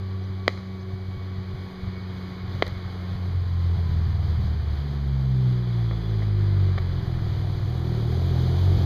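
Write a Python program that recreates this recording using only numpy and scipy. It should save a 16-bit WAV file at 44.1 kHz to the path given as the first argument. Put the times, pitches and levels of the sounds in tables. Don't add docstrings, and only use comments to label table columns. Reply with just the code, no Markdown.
import sys
import numpy as np
from scipy import signal
from scipy.fft import rfft, irfft, next_fast_len
from scipy.io import wavfile

SR = 44100
rng = np.random.default_rng(int(sys.argv[2]) if len(sys.argv) > 2 else 0)


def master(y):
    cut = np.clip(np.atleast_2d(y).T, -1, 1)
    pcm = np.round(cut * 32767)
    wavfile.write(sys.argv[1], SR, pcm.astype(np.int16))


def boost(x):
    u = np.asarray(x, float) / 20
    return 10 ** u


N = 390285

# f/Hz, density/dB per Hz
HUSH_SPECTRUM = [(30, -7.5), (60, -2.5), (120, 8.5), (220, -21), (400, -13), (700, -22.5), (1100, -12),
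                 (1400, -16.5), (2100, -15.5), (3300, -19), (4900, -22), (5200, -37.5), (6500, -43.5),
                 (9000, -65)]
# t/s, length/s, from f/Hz, to f/Hz, level/dB
CHIRPS = [
    (.065, 0.032, 4800, 3800, -58),
    (.225, 0.028, 5200, 6330, -62),
    (.795, 0.023, 5000, 5400, -60),
    (0.798, .04, 6300, 6100, -64),
    (.82, .02, 5300, 5000, -62),
]
# peak t/s, level/dB, half length/s
GUSTS = [
    (.95, -54, .2),
    (1.87, -47, .15),
    (2.7, -43, .15),
    (4.4, -44.5, .6),
    (5.44, -37, .15),
    (6.15, -49, .45),
    (6.8, -42, .08),
    (7.25, -28, .3),
    (8.75, -30, .08),
]
# t/s, level/dB
ROLLING_LEVEL = [(0, -71.5), (1.3, -71.5), (1.9, -69.5), (3.0, -67.5), (5.15, -67), (6.45, -67.5),
                 (7.6, -63.5), (8.2, -59.5), (8.85, -59)]
# f/Hz, density/dB per Hz
ROLLING_SPECTRUM = [(60, 40.5), (120, 39), (200, 32.5), (350, 30.5), (700, 20.5), (1200, 16.5), (2000, 13),
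                    (3500, 20.5), (4900, 12.5), (5200, 6.5), (6500, 3.5), (9000, -10.5), (12500, -6),
                    (15000, -10.5)]
# f/Hz, width/Hz, level/dB over the tyres
RASP = [(385.6, 84, 18), (691, 99, 14)]
# from t/s, to t/s, f/Hz, width/Hz, level/dB
BRAKE = (5.2, 6.35, 3400, 260, -54)
# t/s, peak level/dB, rattle/dB relative to the spike, rattle length/ms, top f/Hz
BACKFIRES = [(0.4794, -0.5, -10, 1.04, 7900), (0.481, -16, 14, 1.46, 5500), (0.491, -25, -16, 3, 5000),
             (.576, -29.5, -19, 20, 6000), (2.6238, -15, -15, 3.7, 6900), (2.6234, -3.5, -3, 1.07, 3000),
             (2.6263, -12, -27, 1.8, 5000), (2.629, -30, 5, 4.2, 2500), (2.644, -46, -9, 4, 4940),
             (2.6655, -30, 1, 1.4, 12000), (2.668, -27.5, 15, 2.3, 2500), (2.678, -33, 2, 3.1, 12000),
             (3.792, -36, -18, 5, 1490), (5.91, -28.5, 6, 3.8, 990), (5.925, -35.5, 10, 13, 1400),
             (6.218, -33.5, 12.5, 19, 1800), (6.7782, -23.5, 10.5, 4, 1600), (6.7837, -20.5, -12, 5, 4040),
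             (8.123, -36, -2, 5.5, 2000)]
# f/Hz, width/Hz, level/dB
MOUTH = [(467, 335, 7), (1212, 280, 1), (2050, 420, 7.5), (3170, 640, 1), (3910, 390, 5), (4530, 140, -20),
         (6640, 500, -33), (11800, 5000, -11.5)]
# t/s, firings per s
SPEED = [(0, 95), (1.65, 93.3), (3.22, 90.6), (3.7, 86), (4.5, 76.3), (4.95, 70.6), (5.35, 64.2),
         (6.04, 54.7), (6.68, 46.8), (7.04, 42.6), (7.3, 39.4), (7.64, 38.9), (7.79, 42.3), (7.99, 37.6),
         (8.24, 44.2), (8.4, 41.7), (8.65, 46.2), (8.85, 43)]
# t/s, thump on the firing rate level/dB, pulse edge feeding overtones level/dB
DRIVE = [(0, -32, -27.5), (.35, -33.5, -28.5), (.62, -40.5, -27.5), (1.0, -35, -30), (1.6, -35, -28.5),
         (2.3, -40, -24), (2.65, -38.5, -33), (3.2, -31.5, -25.5), (3.37, -21.5, -27), (4.25, -24.5, -27),
         (4.76, -27, -29.5), (4.83, -33, -27), (5.25, -29, -24.5), (5.5, -39, -22), (6.1, -32.5, -28.5),
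         (6.75, -35, -27), (7.4, -46, -31.5), (8.85, -38, -23)]
# f/Hz, level/dB
SILENCER = [(78, -4.5), (95, 5), (125, 0), (160, -11), (214, -17.5), (228, -36.5), (285, -34), (370, -45)]
# f/Hz, level/dB
TAILPIPE = [(180, 8), (214, 2), (230, -18), (285, -11), (325, -1), (385, 0), (410, -15), (570, -17),
            (700, -30)]
# t/s, level/dB
SINGING = [(0, -52), (3.25, -53), (3.4, -66), (5.2, -63), (5.4, -50), (5.9, -53), (6.1, -48), (6.6, -48),
           (7.05, -52), (7.6, -52), (7.9, -46), (8.85, -46)]
# t/s, f/Hz, depth/dB
CANCELS = [(1.77, 93, -20), (2.76, 92, -9), (3.42, 177, -5), (3.62, 174, 1), (4.5, 152, -14.5),
           (5.64, 120, -4.5), (6.0, 110, -9.5), (6.24, 104, -3), (7.33, 79, -12), (7.63, 78, -3),
           (8.0, 76, -8), (8.38, 84, -2), (8.25, 132, -0.5), (8.62, 138, -3), (7.5, 156, -24)]
# f/Hz, width/Hz, level/dB
PIPE = [(55.7, 46, -1), (100.6, 28.9, 2.5), (129.2, 43.7, 1.5), (188.1, 32.4, -2.5)]
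# t/s, misses, peak level/dB of the missing pulse
MISFIRES = [(1.167, 1, -14), (1.545, 1, -11), (1.983, 1, -26), (2.338, 1, -23), (3.154, 1, -9.5),
            (3.275, 1, -24), (3.39, 1, -17.5), (3.436, 1, -10), (3.49, 1, -15), (3.763, 1, -5.5),
            (3.882, 1, -9), (3.905, 3, -11), (4.079, 5, -5), (4.358, 1, -14.5), (4.384, 2, -8),
            (4.542, 1, -7), (4.567, 1, -17), (4.619, 1, -6), (4.651, 1, -10.5), (4.714, 1, -15),
            (4.761, 1, -10), (6.729, 1, -16.5), (6.773, 1, -8), (7.095, 1, -22), (8.765, 1, 2.5),
            (8.811, 1, -10)]
# t/s, pops, peak level/dB of the extra pulse
POPS = [(.299, 1, -16), (.928, 1, -14), (1.078, 1, -17), (1.377, 1, -14), (1.485, 2, -21), (1.593, 1, -22),
        (1.828, 2, -10), (2.435, 2, -16), (2.543, 2, -11.5), (2.672, 3, -12), (2.85, 1, -13),
        (3.11, 1, -15)]
# from t/s, to t/s, peak level/dB of the shortfall
LIMPS = [
    (3.30, 3.62, -26),
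    (3.64, 3.88, -29),
    (3.905, 4.06, -30),
    (4.081, 4.34, -25.5),
    (4.382, 4.52, -25),
    (4.564, 4.77, -25.5),
    (6.817, 6.90, -28),
    (7.0, 7.07, -17),
    (7.19, 7.66, -15),
]
# order of the firing rate, level/dB, gone at t/s, fade/s
WHINE = [(12, -58.5, 5.0, 1.6), (24, -58.5, 3.38, .06)]
# f/Hz, level/dB
MOTOR_LINES = [(13965, -97), (14565, -94)]
# f/Hz, width/Hz, depth left (0-1)
MIC_DIPS = [(2700, 1000, .025), (5490, 650, .05), (7900, 2600, .08), (10940, 850, .1), (3650, 300, .55)]


def rms_one(x):
    return x / np.sqrt(np.mean(x ** 2) + 1e-20)


def in_time(rows):
    s, *columns = np.transpose(rows)
    return [np.interp(np.arange(N) / SR, s, c) for c in columns]


def at_hz(points, hz):
    f, db = np.transpose(points)
    return np.interp(np.log(hz), np.log(f), db)


def bump(x):
    return np.exp(-x ** 2)


def drift(rate):
    r = np.exp(-80 * np.pi * rate / SR)
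    white = rng.standard_normal(N // 40 + 2002)
    slow = rms_one(signal.lfilter([1], [1, -2 * r, r * r], white)[2000:])
    return np.interp(np.arange(N) / 40, np.arange(len(slow)), slow)


def coloured(spectrum):
    size = next_fast_len(N)
    hz = np.maximum(np.arange(size // 2 + 1) * SR / size, 1)
    below = np.minimum(hz / spectrum[0][0], 1) ** 2
    bins = rfft(rng.standard_normal(size))
    return irfft(bins * boost(at_hz(spectrum, hz)) * below, size)[:N]


def resonance(x, hz, width):
    r = np.exp(-np.pi * width / SR)
    poles = [1, -2 * r * np.cos(2 * np.pi * hz / SR), r * r]
    return signal.lfilter([(1 - r * r) / 2, 0, (r * r - 1) / 2], poles, x)


def street_hush():
    return boost(-45 + 1.6 * drift(0.46)) * rms_one(coloured(HUSH_SPECTRUM))


def birds():
    out = np.zeros(N)
    for s, length_s, from_hz, to_hz, db in CHIRPS:
        n, i = int(length_s * SR), int(s * SR)
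        phase = 2 * np.pi * np.cumsum(np.linspace(from_hz, to_hz, n)) / SR
        out[i:i + n] += boost(db) * np.hanning(n) * np.sin(phase)
    return out


def gust_rumble():
    t = np.arange(N) / SR
    level = boost(-60.5) + sum(boost(db) * bump((t - s) / half_s) for s, db, half_s in GUSTS)
    band = signal.butter(2, [17, 38], "band", fs=SR, output="sos")
    return rms_one(signal.sosfilt(band, rng.standard_normal(N))) * level * boost(-10.0)


def tyres_and_fan(roll_db):
    return coloured(ROLLING_SPECTRUM) * boost(roll_db + 4.0 + 1.3 * drift(5.0))


def grit(roll_db):
    grains_per_s, spread_db = 150, 4
    near = boost(roll_db - roll_db.max())
    hits = rng.random(N) < grains_per_s * near / SR
    size = boost(spread_db * np.minimum(rng.exponential(1, N), 4))
    snaps = hits * size * rng.choice([-1, 1], N)
    bright = signal.butter(2, 8500, "high", fs=SR, output="sos")
    return boost(roll_db - 3.5 + 10.5) * signal.sosfilt(bright, snaps + 1e-18)


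def brake_hiss():
    start, end, hz, width, db = BRAKE
    pressed = np.interp(np.arange(N) / SR, [start, end - .3, end], [0, 1, 0])
    hiss = resonance(resonance(rng.standard_normal(N), hz, width), hz, width)
    return boost(db + 1.2 * drift(15)) * pressed * rms_one(hiss)


def engine_rasp(firings, roll_db):
    white = rng.standard_normal(N)
    rasp = sum(boost(db) * rms_one(resonance(white, hz, width)) for hz, width, db in RASP)
    throb = 1 + 0.32 * np.cos(2 * np.pi * firings)
    return rasp * throb * boost(0.89 * (roll_db + 65.5) - 70.0 + drift(3.3))


def gear_whine(firings):
    out = np.zeros(N)
    for order, db, until_s, fade_s in WHINE:
        pulling = np.clip((until_s - np.arange(N) / SR) / fade_s, 0, 1)
        out += pulling * boost(db + 3.0 * drift(6.2)) * np.sin(2 * np.pi * order * firings)
    return out


def backfires():
    out, t = np.zeros(N), np.arange(SR // 2) / SR
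    tail_db, t60_s = -39.5, 0.83
    spike = np.exp(-.5 * ((t - .0003) / .00006) ** 2)
    tail_level = boost(tail_db - 60 * t / t60_s) * (t > .004)
    for s, db, rattle_db, length_ms, top_hz in BACKFIRES:
        noise = rng.standard_normal((2, len(t)))
        rattle = noise[0] * (t > .0006) / (1 + (t / length_ms * 1000) ** 8)
        tail = signal.lfilter([.4], [1, -.6], noise[1]) * tail_level
        push = spike + boost(rattle_db - 4.0) * rattle + tail
        dull = signal.lfilter(*signal.butter(2, min(top_hz, 15000), fs=SR), push)
        bang = sum(boost(ring_db) * resonance(dull, hz, width) for hz, width, ring_db in MOUTH)
        bang = signal.lfilter(*signal.butter(2, 267, "high", fs=SR), bang)
        i = int(s * SR)
        out[i:i + len(t)] += boost(db) * (bang / np.abs(bang).max())[:N - i]
    return out


def pipe_pulse():
    t = np.arange(SR // 8) / SR
    rings = sum(boost(db) * np.exp(-np.pi * width * t) * np.sin(2 * np.pi * hz * t)
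                for hz, width, db in PIPE)
    open_end = signal.butter(2, 42, "high", fs=SR, output="sos")
    pulse = signal.sosfilt(open_end, rings * (1 - np.exp(-t / 0.0043)))
    silencer = signal.cheby2(6, 28, 225, fs=SR, output="sos")
    pulse = signal.sosfilt(silencer, pulse)
    return pulse / np.abs(pulse).max()


def order_level(k, rate):
    t, hz = np.arange(N)[::64] / SR, k * rate[::64]
    s, thump_db, edge_db = np.transpose(DRIVE)
    db = np.interp(t, *np.transpose(SINGING)) + at_hz(TAILPIPE, hz)
    if k == 1:
        db = np.interp(t, s, thump_db)
    elif k < 5:
        db = np.maximum(np.interp(t, s, edge_db) + at_hz(SILENCER, hz), db)
    if k < 5:
        for at_s, lost_hz, depth_db in CANCELS:
            db = db + depth_db * bump((t - at_s) / 0.084) * bump((hz - lost_hz) / 14)
    waver_db = 1 if k < 4 else 1.5
    return np.repeat(db, 64)[:N] + waver_db * drift(3.0)


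def firing_run(firings, s, count):
    first = np.round(firings[int(s * SR)])
    return np.searchsorted(firings, first + 4 * np.arange(int(count)))


def missing_pulses(firings):
    delay_s = .005
    gaps = np.zeros(N + 1)
    for s, misses, db in MISFIRES:
        gaps[firing_run(firings, s - delay_s, misses)] = boost(db - 11.5)
    for s, pops, db in POPS:
        gaps[firing_run(firings, s, pops)] -= boost(db - 15.0)
    for start, end, db in LIMPS:
        first = np.round(firings[int((start - delay_s) * SR)])
        weak = np.arange(first, firings[int(end * SR)], 2)
        gaps[np.searchsorted(firings, weak)] += boost(db + .8 * rng.standard_normal(len(weak)))
    return gaps


def exhaust(firings, rate):
    pulse = pipe_pulse()
    pipe_phase = np.unwrap(np.angle(rfft(pulse, SR)))[:1000]
    drone = np.zeros(N)
    for k in range(1, 17):
        level = np.sqrt(2) * boost(order_level(k, rate))
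        lag = np.interp(k * rate, np.arange(len(pipe_phase)), pipe_phase)
        drone += level * np.cos(2 * np.pi * k * firings + lag)
    return drone - signal.fftconvolve(missing_pulses(firings), pulse)[:N]


def scene():
    (rate,), (roll_db,) = in_time(SPEED), in_time(ROLLING_LEVEL)
    firings = np.cumsum(rate) / SR
    street = street_hush() + birds() + gust_rumble()
    rolling = tyres_and_fan(roll_db) + grit(roll_db) + brake_hiss()
    engine = engine_rasp(firings, roll_db) + gear_whine(firings)
    pipe = backfires() + exhaust(firings, rate)
    return (street + rolling + engine + pipe)[None]


def band_limit(x):
    return signal.sosfilt(signal.butter(12, 15780, fs=SR, output="sos"), x)


def record(dry):
    t = np.arange(N) / SR
    x = dry + sum(boost(db + 5.0 * drift(20)) * np.sin(2 * np.pi * hz * t) for hz, db in MOTOR_LINES)
    for hz, width, left in MIC_DIPS:
        pole = np.exp(-np.pi * width / SR)
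        zero = 1 - np.clip(left, 0, 1) * (1 - pole)
        c = 2 * np.cos(2 * np.pi * hz / SR)
        x = signal.lfilter([1, -zero * c, zero ** 2], [1, -pole * c, pole ** 2], x)
    x = signal.sosfilt(signal.cheby2(14, 26, 15340, fs=SR, output="sos"), x)
    return band_limit(np.clip(x, -1, 1))


dry = scene()
out = record(dry)
master(out)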